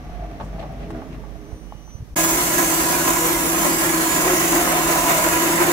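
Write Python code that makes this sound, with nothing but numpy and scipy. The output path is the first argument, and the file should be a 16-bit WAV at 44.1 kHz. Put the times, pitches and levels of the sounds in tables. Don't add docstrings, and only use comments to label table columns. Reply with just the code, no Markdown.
import sys
import numpy as np
from scipy import signal
from scipy.fft import rfft, irfft
from scipy.io import wavfile
from scipy.ndimage import uniform_filter1d, map_coordinates

SR = 44100
rng = np.random.default_rng(int(sys.argv[2]) if len(sys.argv) > 2 else 0)


def dump(signal):
    limited = np.clip(np.atleast_2d(signal).T, -1, 1)
    pcm = np.round(limited * 32767).astype(np.int16)
    wavfile.write(sys.argv[1], SR, pcm)


N = 252252

T = np.arange(N) / SR
FREQ = np.maximum(np.arange(N // 2 + 1) * SR / N, 1)
CUT_S = 2.157
TOP_HZ = 15720
SLOWS_S = 0.91
PORT_LAG_S = .00012


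def sawing():
    # start_s, level_db
    boom_points = [(2.16, -29.5), (3.4, -28.5), (4.55, -27), (5.2, -30), (5.4, -25.5), (5.72, -25)]
    # pitch_hz, left_minus_right_db
    shade = [(200, 0), (340, 1.5), (750, 0), (1000, -4.5), (1250, -.5), (1500, -3), (2100, -5), (3200, 0),
             (4600, 3), (6300, .5), (7900, -6), (10000, 1), (13000, -1.8), (15500, -.5)]
    # pitch_hz, phase_lag_radians
    right_lag = [(200, .1), (750, .1), (1000, .8), (1300, 1.8), (1800, 2.5), (3000, 2.8), (5000, 4)]
    approach_s, approach_db_per_s = 3.41, 1.5
    boom_db, = curves(boom_points)
    near_db = approach_db_per_s * np.maximum(T - approach_s, 0)
    load_db = blade_load()
    dust, spray = sawdust_jet(load_db)
    steel = guard(load_db, boom_db) + frame(load_db, near_db)
    left, right = steel + kerf(load_db, near_db) + shudder() + motor(boom_db) + drone() + fan()
    roar = np.array([left, shape(right, np.exp(-1j * db_at(right_lag, FREQ)))])
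    return shape(roar + dust, pan(db_at(shade, FREQ))) + singing(spray)


def teeth():
    # time_s, teeth_per_s
    tooth_rate = [(2.16, 418.2), (2.9, 417.1), (3.6, 416.9), (4.15, 418.1), (4.6, 417.1), (5.1, 417.6),
                  (5.72, 417.7)]
    # pitch_hz, relative_level_db
    whine_levels = [(417, -24), (835, -25), (1250, -26), (1670, -18.5), (2100, -24.5), (2500, -30),
                    (2920, -28.5), (3340, -29), (3760, -30.5), (4170, -27), (4600, -30), (5400, -28),
                    (5850, -23), (6260, -21.5), (6670, -17.5), (7100, -18.5), (7500, -21), (8340, -21),
                    (8800, -26.5), (10000, -24), (10400, -19), (10900, -24), (12500, -27), (13500, -23),
                    (15000, -25)]
    fade_db, jitter_hz, rough_db = 3.3, .35, 2.3
    rate = curves(tooth_rate)[0]
    phase = 2 * np.pi * np.cumsum(rate + jitter_hz * walk(25)) / SR
    out = np.zeros((2, N))
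    for k in np.arange(1, int(TOP_HZ / rate.mean()) + 1):
        level = undb(db_at(whine_levels, k * rate.mean()))
        for ear in range(2):
            start = rng.uniform(0, 2 * np.pi)
            partial = np.sin(k * phase + start + walk(6)) * undb(fade_db * walk(7))
            out[ear] += level * unit(partial)
    return out * unit(undb(rough_db * walk(170))), phase


def sawdust_jet(load_db, tooth_puff=0.089):
    # time_s, level_db
    jet = [(2.17, -24.5), (2.24, -23.5), (2.39, -25), (3.29, -26), (3.35, -27), (4.17, -26), (4.55, -25),
           (4.72, -27), (5.13, -25.5), (5.7, -28)]
    # time_s, left_minus_right_db
    jet_side = [(2.16, 0.5), (3.6, -1), (5.72, 1)]
    # pitch_hz, relative_level_db
    spray_tilt = [(3000, -0.5), (7000, -1), (10400, 0), (13000, 0), (15600, 0.5)]
    # pitch_hz, relative_level_db_per_hz
    dust_spectrum = [(1650, -34), (2800, -5.5), (3760, -9.5), (3950, -10.5), (4130, -7), (4800, -7),
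                     (5580, -5), (6040, -2), (6930, 0), (8110, -3.5), (8780, -6), (9600, -4.5), (10500, -1),
                     (11200, -4), (12200, -4), (13100, -2), (14000, -6), (15600, -5.5)]
    trim_db = 0.36
    whine, phase = teeth()
    puffs = 1 + tooth_puff * np.cos(phase)
    spray = air(600, grain_db=3.0, direct=0.017) * puffs * undb(0.4 * load_db + .5 * walk(60))
    spray = shimmer(spray, width_hz=150, rate=8, depth_db=2.6)
    left, right = colour(colour(spray, spray_tilt), dust_spectrum)
    hiss = np.array([reflections(left), reflections(late(right, PORT_LAG_S))])
    mix = undb(2.5) * hiss + undb(7.0) * whine
    return mix * undb(trim_db + curves(jet)[0]) * pan(curves(jet_side)[0]), spray


def blade_load(lap_hz=5.7, lap_db=0.7, wheel_db=0.46, flutter_db=1.0):
    # start_s, extra_force_db
    snatches = [(2.58, 8.5), (3.075, 5.5), (3.24, 2), (3.585, 4.5), (3.645, 7.5), (4.151, 3.5), (4.277, 6),
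                (4.328, 1.5), (4.54, 3.5), (4.654, 3.5), (4.923, 2), (5.092, 7.5), (5.255, 2.5),
                (5.612, 6.5), (5.668, 2)]
    lap = 2 * np.pi * np.cumsum(lap_hz + 0.29 * walk(2.55)) / SR
    swing_db = lap_db * np.sin(lap) + wheel_db * np.sin(2 * lap)
    return swing_db + flutter_db * walk(90) + jolts(snatches, decay_s=0.027)


def guard(load_db, boom_db):
    # pitch_hz, width_hz, relative_level_db
    guard_modes = [(298, 40, -5), (326, 36, -6.5), (353.3, 18.6, -1)]
    return ring(guard_modes, undb(load_db), 420) * undb(boom_db)


def frame(load_db, near_db):
    # pitch_hz, width_hz, relative_level_db
    frame_modes = [(540.4, 24.5, -2), (605, 37, -1), (694, 90, 2), (816, 10, -14), (1009, 58, 4.5),
                   (1070, 41, 0), (1244, 97, -5), (1340, 27, -3), (1393, 33, 0), (1515, 40, -4),
                   (1702, 193, -6.5), (1952, 114, -5), (2252, 123, -6.5), (2670, 290, -11.5),
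                   (3660, 17, -5.5)]
    steel = ring(frame_modes, undb(load_db), 530, direct=0.22, sway_db=1.5)
    return steel * undb(-25.5 + near_db)


def kerf(load_db, near_db):
    # pitch_hz, relative_level_db_per_hz
    kerf_spectrum = [(60, -45), (150, -9), (200, -1), (450, -2), (900, 0.5), (1800, -2.5), (2500, -5),
                     (3500, -12), (6000, -16)]
    fibres = shimmer(air(1100, grain_db=2.2, direct=0.2), width_hz=60, rate=20, depth_db=4.2)
    return colour(fibres * undb(0.47 * load_db), kerf_spectrum) * undb(-27 + 1.09 * near_db)


def singing(spray):
    # peak_s, half_length_s, level_db before panning, centre_hz, width_hz of each filter stage
    sings = [(2.22, 0.12, -34, 15000, 350), (2.35, 0.62, -38, 7430, 1500), (2.3, 0.44, -38, 6400, 500),
             (3.1, 0.21, -38, 8200, 400), (3.25, 0.27, -32, 13400, 700), (3.6, 0.38, -36, 10400, 300.8),
             (4.5, 0.16, -40, 6600, 350)]
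    return bursts(sings, spray) * pan(-6)


def drone():
    # time_s, pitch_hz, level_db
    wheel_tone = [(2.16, 323.4, -25.5), (2.5, 331, -29), (2.8, 325.4, -28.5), (3.1, 330.9, -33),
                  (3.4, 326, -28), (3.7, 328.7, -30.5), (4.02, 326, -24.5), (4.25, 327.9, -35),
                  (4.85, 332.3, -28), (5.17, 327, -35.5), (5.4, 330.7, -26), (5.72, 336.7, -25.5)]
    # peak_s, half_length_s, peak_level_db, pitch_hz
    howl_table = [(2.65, 0.044, -41, 359), (3.253, 0.044, -30.5, 490), (3.62, 0.13, -31, 344.4),
                  (4.304, 0.075, -26.5, 365), (4.5, 0.21, -29.5, 343), (4.551, 0.075, -29, 302.7),
                  (4.7, .15, -37, 718.5), (4.924, 0.067, -34, 349), (5.15, 0.22, -32, 675),
                  (5.22, 0.071, -28, 617.3), (5.679, .09, -21, 348)]
    hz, db = curves(wheel_tone)
    howls = sum(undb(peak_db) * bump(s, half_s) * tone(panel_hz, 12, waver_db=1.5)
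                for s, half_s, peak_db, panel_hz in howl_table)
    return undb(db) * tone(hz, 2.47, waver_db=0.55) + howls


def motor(boom_db):
    # pitch_hz, level_db at the average boom, wander_width_hz
    motor_tones = [(166.8, -36.5, 6.3), (248.2, -43.5, 6), (504, -44, 8)]
    hums = sum(undb(db) * tone(hz, width, waver_db=1.0) for hz, db, width in motor_tones)
    return hums * undb(0.42 * (boom_db - boom_db[T > CUT_S].mean()))


def fan():
    # time_s, level_db
    fan_levels = [(2.16, -37), (3.2, -33.5), (3.7, -41), (4.9, -46), (5.15, -30.5), (5.42, -26),
                  (5.72, -41)]
    return tone(980, 8.57) * undb(curves(fan_levels)[0])


def shudder():
    # pitch_hz, relative_level_db_per_hz
    shudder_spectrum = [(20, -27), (32, -2.5), (46, -0.5), (60, -1.5), (85, -11), (130, -4.5), (200, -3.5),
                        (300, -43)]
    return colour(air(1500), shudder_spectrum) * undb(-36.5)


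def rolling():
    # peak_s, half_length_s, extra_force_db
    rubs = [(0.215, 0.075, 14.5), (0.365, 0.06, 9), (0.616, 0.059, 17), (0.714, 0.028, 12.5),
            (0.831, 0.028, 14.5), (0.985, 0.055, 11), (1.156, 0.034, 8), (1.248, 0.025, 7),
            (1.358, 0.026, 13.5), (1.505, 0.056, 14)]
    # start_s, extra_force_db
    bumps = [(.094, 11), (.148, 0), (.18, -4), (.314, 14), (.53, 10), (.563, 5), (.798, 4), (.95, 3),
             (1.125, 4), (1.355, 13), (1.735, 20)]
    rub_db = swells(rubs)
    bump_db = jolts(bumps, decay_s=0.01) + 2.2 * walk(43.5)
    rollers = rumble(bump_db) + rails(rub_db, bump_db) + roller_hiss(rub_db, bump_db)
    drive = feed_gear() + motor_hum() + drive_whistle()
    return thin_left(rollers + drive + knocks() + scrapes() + breeze() + wind())


def rumble(bump_db):
    # pitch_hz, relative_level_db_per_hz
    rumble_spectrum = [(20, -25), (60, 1.5), (100, -1.5), (160, 3.5), (250, -7.5), (290, -7.5), (400, -11),
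                       (520, -11.5), (900, -17.5), (1500, -32), (4000, -82)]
    # top_speed_db, rise_db_per_s, fall_db_per_s
    rumble_ride = (-35.5, 2.5, 8.2)
    return colour(air(800) * undb(0.21 * bump_db), rumble_spectrum) * undb(ride(*rumble_ride))


def rails(rub_db, bump_db, squeal_hz=692):
    # pitch_hz, width_hz, relative_level_db
    rail_modes = [(648, 74, 3.5), (707, 75, 0), (794, 68, -0.5), (1160, 160, -22), (1900, 540, -21)]
    # time_s, pitch_ratio
    rail_pitch = [(0, 1.05), (.25, 1.01), (.42, 0.97), (.62, .965), (.85, .96), (1.15, 0.95), (2.15, 0.98)]
    # top_speed_db, rise_db_per_s, fall_db_per_s
    rail_ride = (-51.5, 1.9, 32)
    slip_s = np.cumsum(1 - curves(rail_pitch)[0]) / SR
    steel = ring(rail_modes, undb(1.2 * walk(70)), 800)
    squeal = tone(squeal_hz, 20, waver_db=1) * undb(1.5 * walk(90))
    ringing = .95 * steel + .95 * squeal
    gliding = np.array([late(x, slip_s) for x in ringing])
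    return gliding * undb(ride(*rail_ride) + rub_db + 0.92 * bump_db)


def roller_hiss(rub_db, bump_db):
    # pitch_hz, relative_level_db_per_hz
    hiss_spectrum = [(590, -42), (1000, -12), (1150, 1.5), (1330, -6), (1940, -5), (2770, -11.5),
                     (3830, -17), (5040, -24), (5780, -21), (7610, -38), (12600, -38.5), (15500, -45)]
    # level_db, rise_db_per_s, fall_db_per_s
    hiss_ride = (-51, -1.1, 8.2)
    hiss = colour(air(900, grain_db=2.5) * undb(0.17 * bump_db), hiss_spectrum)
    top = shape(hiss, 1 / (1 + (7000 / FREQ) ** 4))
    return (hiss - top) * undb(ride(*hiss_ride) + 0.098 * rub_db) + top * undb(-37.5)


def feed_gear():
    # pitch_hz, relative_level_db
    gear_tones = [(250, -4.5), (314, -3.5), (410, -7.5), (455, -13.5)]
    # top_speed_db, rise_db_per_s, fall_db_per_s
    gear_ride = (-39.5, 16.5, 17.6)
    # peak_s, half_length_s, extra_force_db
    surges = [(.47, 0.058, 3), (.96, 0.054, 5), (1.13, 0.061, 4.5), (1.55, 0.16, 6.5)]
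    tones = sum(undb(db) * tone(hz, 19, waver_db=2.5) for hz, db in gear_tones)
    return tones * undb(ride(*gear_ride) + swells(surges))


def knocks(body_db=3, rattle_db=-2):
    # start_s, level_db before the body and rattle trims, pitch_hz, rattle_fade_s for a 60 dB fall
    blows = [(0.400, -29, 1150, 0.07), (.409, -26, 795, 0.13), (0.593, -38, 1900, 0.097),
             (.583, -37, 680, 0.09), (.627, -31, 760, 0.2), (0.904, -34, 1900, 0.057),
             (1.018, -32, 900, 0.1), (1.148, -39.5, 1100, .1), (1.238, -40, 900, 0.077),
             (1.28, -46, 1050, .07), (1.464, -44, 800, .05), (1.518, -40.5, 808, .08),
             (1.723, -31.5, 1110, 0.024), (1.877, -41, 950, 0.031)]
    # pitch_hz, width_hz, relative_level_db
    carriage = [(660, 190, 2.5), (844, 35, 2.5), (1113, 91, -1), (1540, 610, -12.5), (3220, 2000, -15)]
    out = np.zeros((2, N))
    steel = rfft(ring(carriage, 1, 810))
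    for s, db, hz, t60 in blows:
        age = np.maximum(T - s, 0)
        body = 0
        for f, width, mode_db in carriage:
            nearness = 1 / (1 + (f / hz - hz / f) ** 2)
            fade = np.exp(-np.minimum(np.pi * width * age, 20))
            body = body + undb(mode_db) * nearness * np.sin(2 * np.pi * f * age) * fade
        fade = undb(-60 * age / t60) * np.minimum(age / .001, 1)
        rattle = fade * unit(irfft(steel * resonance(hz, .7 * hz), N))
        out += undb(db) * (undb(body_db) * body / np.abs(body).max() + undb(rattle_db) * rattle)
    return out


def scrapes(breadth=0.79):
    # peak_s, half_length_s, level_db, centre_hz
    grit = [(0.413, 0.017, -53, 2700), (.45, .035, -58, 6500), (0.6, .008, -48, 3020),
            (.614, .008, -48, 2600), (.631, .009, -49, 2500), (.725, .006, -59, 11000),
            (.83, .035, -51, 2460), (0.91, .009, -55, 7000), (0.97, 0.053, -47.5, 1280),
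            (1.137, 0.024, -50.5, 2280), (1.907, .012, -58, 2500)]
    rows = [(s, half_s, db, hz, breadth * hz) for s, half_s, db, hz in grit]
    return bursts(rows, air(900, grain_db=7))


def drive_whistle():
    # pitch_hz, wander_width_hz, relative_level_db, extra_fall_db_per_s
    whistle_partials = [(2920, 110, -7, 0), (6002, 45, -3.5, 0), (6040, 220, -9, 0), (9000, 260, -14, 20),
                        (5650, 260, -14, 0)]
    return sum(undb(db) * tone(hz, width, waver_db=4.0) * braking(sag)
               for hz, width, db, sag in whistle_partials)


def braking(extra_sag_db_per_s):
    from_s, to_s, attack_s, release_s = 1.346, 1.97, 0.22, .04
    base_db, sag_db_per_s = -56, 10
    attack = np.clip((T - from_s) / attack_s, 0, 1)
    release = np.exp(-np.maximum(T - to_s, 0) / release_s)
    held_s = T - from_s - attack_s
    return attack * release * undb(base_db - (sag_db_per_s + extra_sag_db_per_s) * held_s)


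def motor_hum():
    # time_s, level_db
    hum_levels = [(0, -37), (.3, -35), (.37, -42), (.43, -33), (.95, -34), (1.06, -37), (1.14, -32),
                  (1.25, -34.5), (1.7, -37), (2.1, -39)]
    return tone(49.3, 0.76, waver_db=3.0) * undb(curves(hum_levels)[0])


def breeze():
    # pitch_hz, relative_level_db_per_hz
    breeze_spectrum = [(20, -17), (50, 2), (120, -6), (250, -10), (600, -47)]
    # top_speed_db, rise_db_per_s, fall_db_per_s
    breeze_ride = (-42, 1.6, 1.2)
    return colour(rng.standard_normal((2, N)), breeze_spectrum) * undb(ride(*breeze_ride))


def wind():
    # peak_s, peak_level_db, pitch_hz
    puff_table = [(.115, -27, 45), (.305, -39, 45), (1.495, -28, 60), (1.532, -20, 70), (1.755, -28, 80),
                  (1.892, -27, 55), (1.955, -20, 77), (2.01, -24, 71.5), (2.028, -23.5, 88.5),
                  (2.133, -27.5, 47.5)]
    return sum(undb(db) * np.cos(2 * np.pi * hz * (T - s)) * np.exp(-(2.3 * hz * (T - s)) ** 2)
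               for s, db, hz in puff_table)


def thin_left(sound):
    # start_s, end_s
    thin_spells = [(.125, 0.19), (.99, 1.1), (1.2, 1.54), (1.57, 1.99), (2.04, 2.1)]
    left, right = sound
    inside = sum(1. * ((T > a) & (T < b)) for a, b in thin_spells)
    thin = uniform_filter1d(inside, size=500)
    bass = shape(left, .94 / (1 + (FREQ / 270) ** 4))
    return np.array([late(left - thin * bass, PORT_LAG_S), right])


def ride(db, rise_db_per_s, fall_db_per_s):
    before_s = np.maximum(SLOWS_S - T, 0)
    after_s = np.maximum(T - SLOWS_S, 0)
    return db - rise_db_per_s * before_s - fall_db_per_s * after_s


def bump(s, half_s):
    return np.exp(-((T - s) / half_s) ** 2)


def swells(table):
    return sum(db * bump(s, half_s) for s, half_s, db in table)


def jolts(table, decay_s):
    return sum(db * (T > s) * np.exp(-np.abs(T - s) / decay_s) for s, db in table)


def bursts(table, source):
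    spectrum = rfft(source)
    return sum(undb(db) * bump(s, half_s) * unit(irfft(spectrum * resonance(hz, width) ** 2, N))
               for s, half_s, db, hz, width in table)


def ring(modes, drive, alike_hz, direct=0, sway_db=0):
    out = 0
    for hz, width, db in modes:
        force = drive * air(alike_hz, direct=direct)
        panel = shape(force, resonance(hz, 1.64 * width) ** 2)
        out = out + undb(db + sway_db * walk(4)) * panel
    return unit(out)


def tone(hz, width_hz, waver_db=2):
    phase = 2 * np.pi * np.cumsum(hz + width_hz / 2 * walk(16 + width_hz)) / SR
    return unit(np.sin(phase) * undb(waver_db * walk(9)))


def air(alike_hz, grain_db=0, direct=0):
    grains = np.minimum(rng.exponential(size=(2, N)), np.pi)
    mid, side = rng.standard_normal((2, N)) * undb(grain_db * grains)
    likeness = np.maximum(1 / (1 + (FREQ / alike_hz) ** 3), min(direct, 1))
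    common = shape(mid, np.sqrt(1 + likeness))
    return unit(common + np.array([[1], [-1]]) * shape(side, np.sqrt(1 - likeness)))


def shimmer(x, width_hz, rate, depth_db):
    size = 1024
    hz, s, bands = signal.stft(x, SR, nperseg=size)
    place = np.meshgrid(hz / width_hz, s * rate, indexing="ij")
    swell = map_coordinates(rng.standard_normal((256, 256)), place, mode="wrap")
    return unit(signal.istft(bands * undb(depth_db * swell), SR, nperseg=size)[1][..., :N])


def reflections(x, count=3):
    share, path_s, sway_s = .27, .003, .00005
    echoes = sum(share * late(x, path_s * rng.uniform(0.489, 2) + sway_s * walk(1.51))
                 for _ in range(count))
    return unit(x + echoes)


def late(x, seconds):
    return map_coordinates(x, [(T - seconds) * SR], order=3)


def pan(db):
    return undb(np.array([[.5], [-.5]]) * db)


def walk(rate):
    knots = rng.standard_normal(4096)
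    coarse_s = T[::64]
    return unit(np.interp(T, coarse_s, map_coordinates(knots, [coarse_s * rate], mode="wrap")))


def resonance(hz, width_hz):
    return 1 / (1 + 1j * (FREQ / hz - hz / FREQ) * hz / width_hz)


def colour(x, points):
    return unit(shape(x, undb(db_at(points, FREQ))))


def shape(x, response):
    return irfft(rfft(x) * response, N)


def db_at(points, hz):
    f, db = np.transpose(points)
    return np.interp(np.log(hz), np.log(f), db)


def curves(table):
    s, *columns = np.transpose(table)
    return [np.interp(T, s, c) for c in columns]


def unit(x):
    return x / np.sqrt(np.mean(x ** 2))


def undb(db):
    return np.exp(np.asarray(db) * (np.log(10) / 20))


def scene():
    before = np.clip((CUT_S - .008 - T) / .003, 0, 1)
    after = np.clip((T - CUT_S) / .01, 0, 1)
    return before * rolling() + after * sawing()


def record(dry):
    return signal.sosfilt(signal.ellip(12, .1, 80, TOP_HZ, fs=SR, output="sos"), dry)


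dry = scene()
out = record(dry)
dump(out)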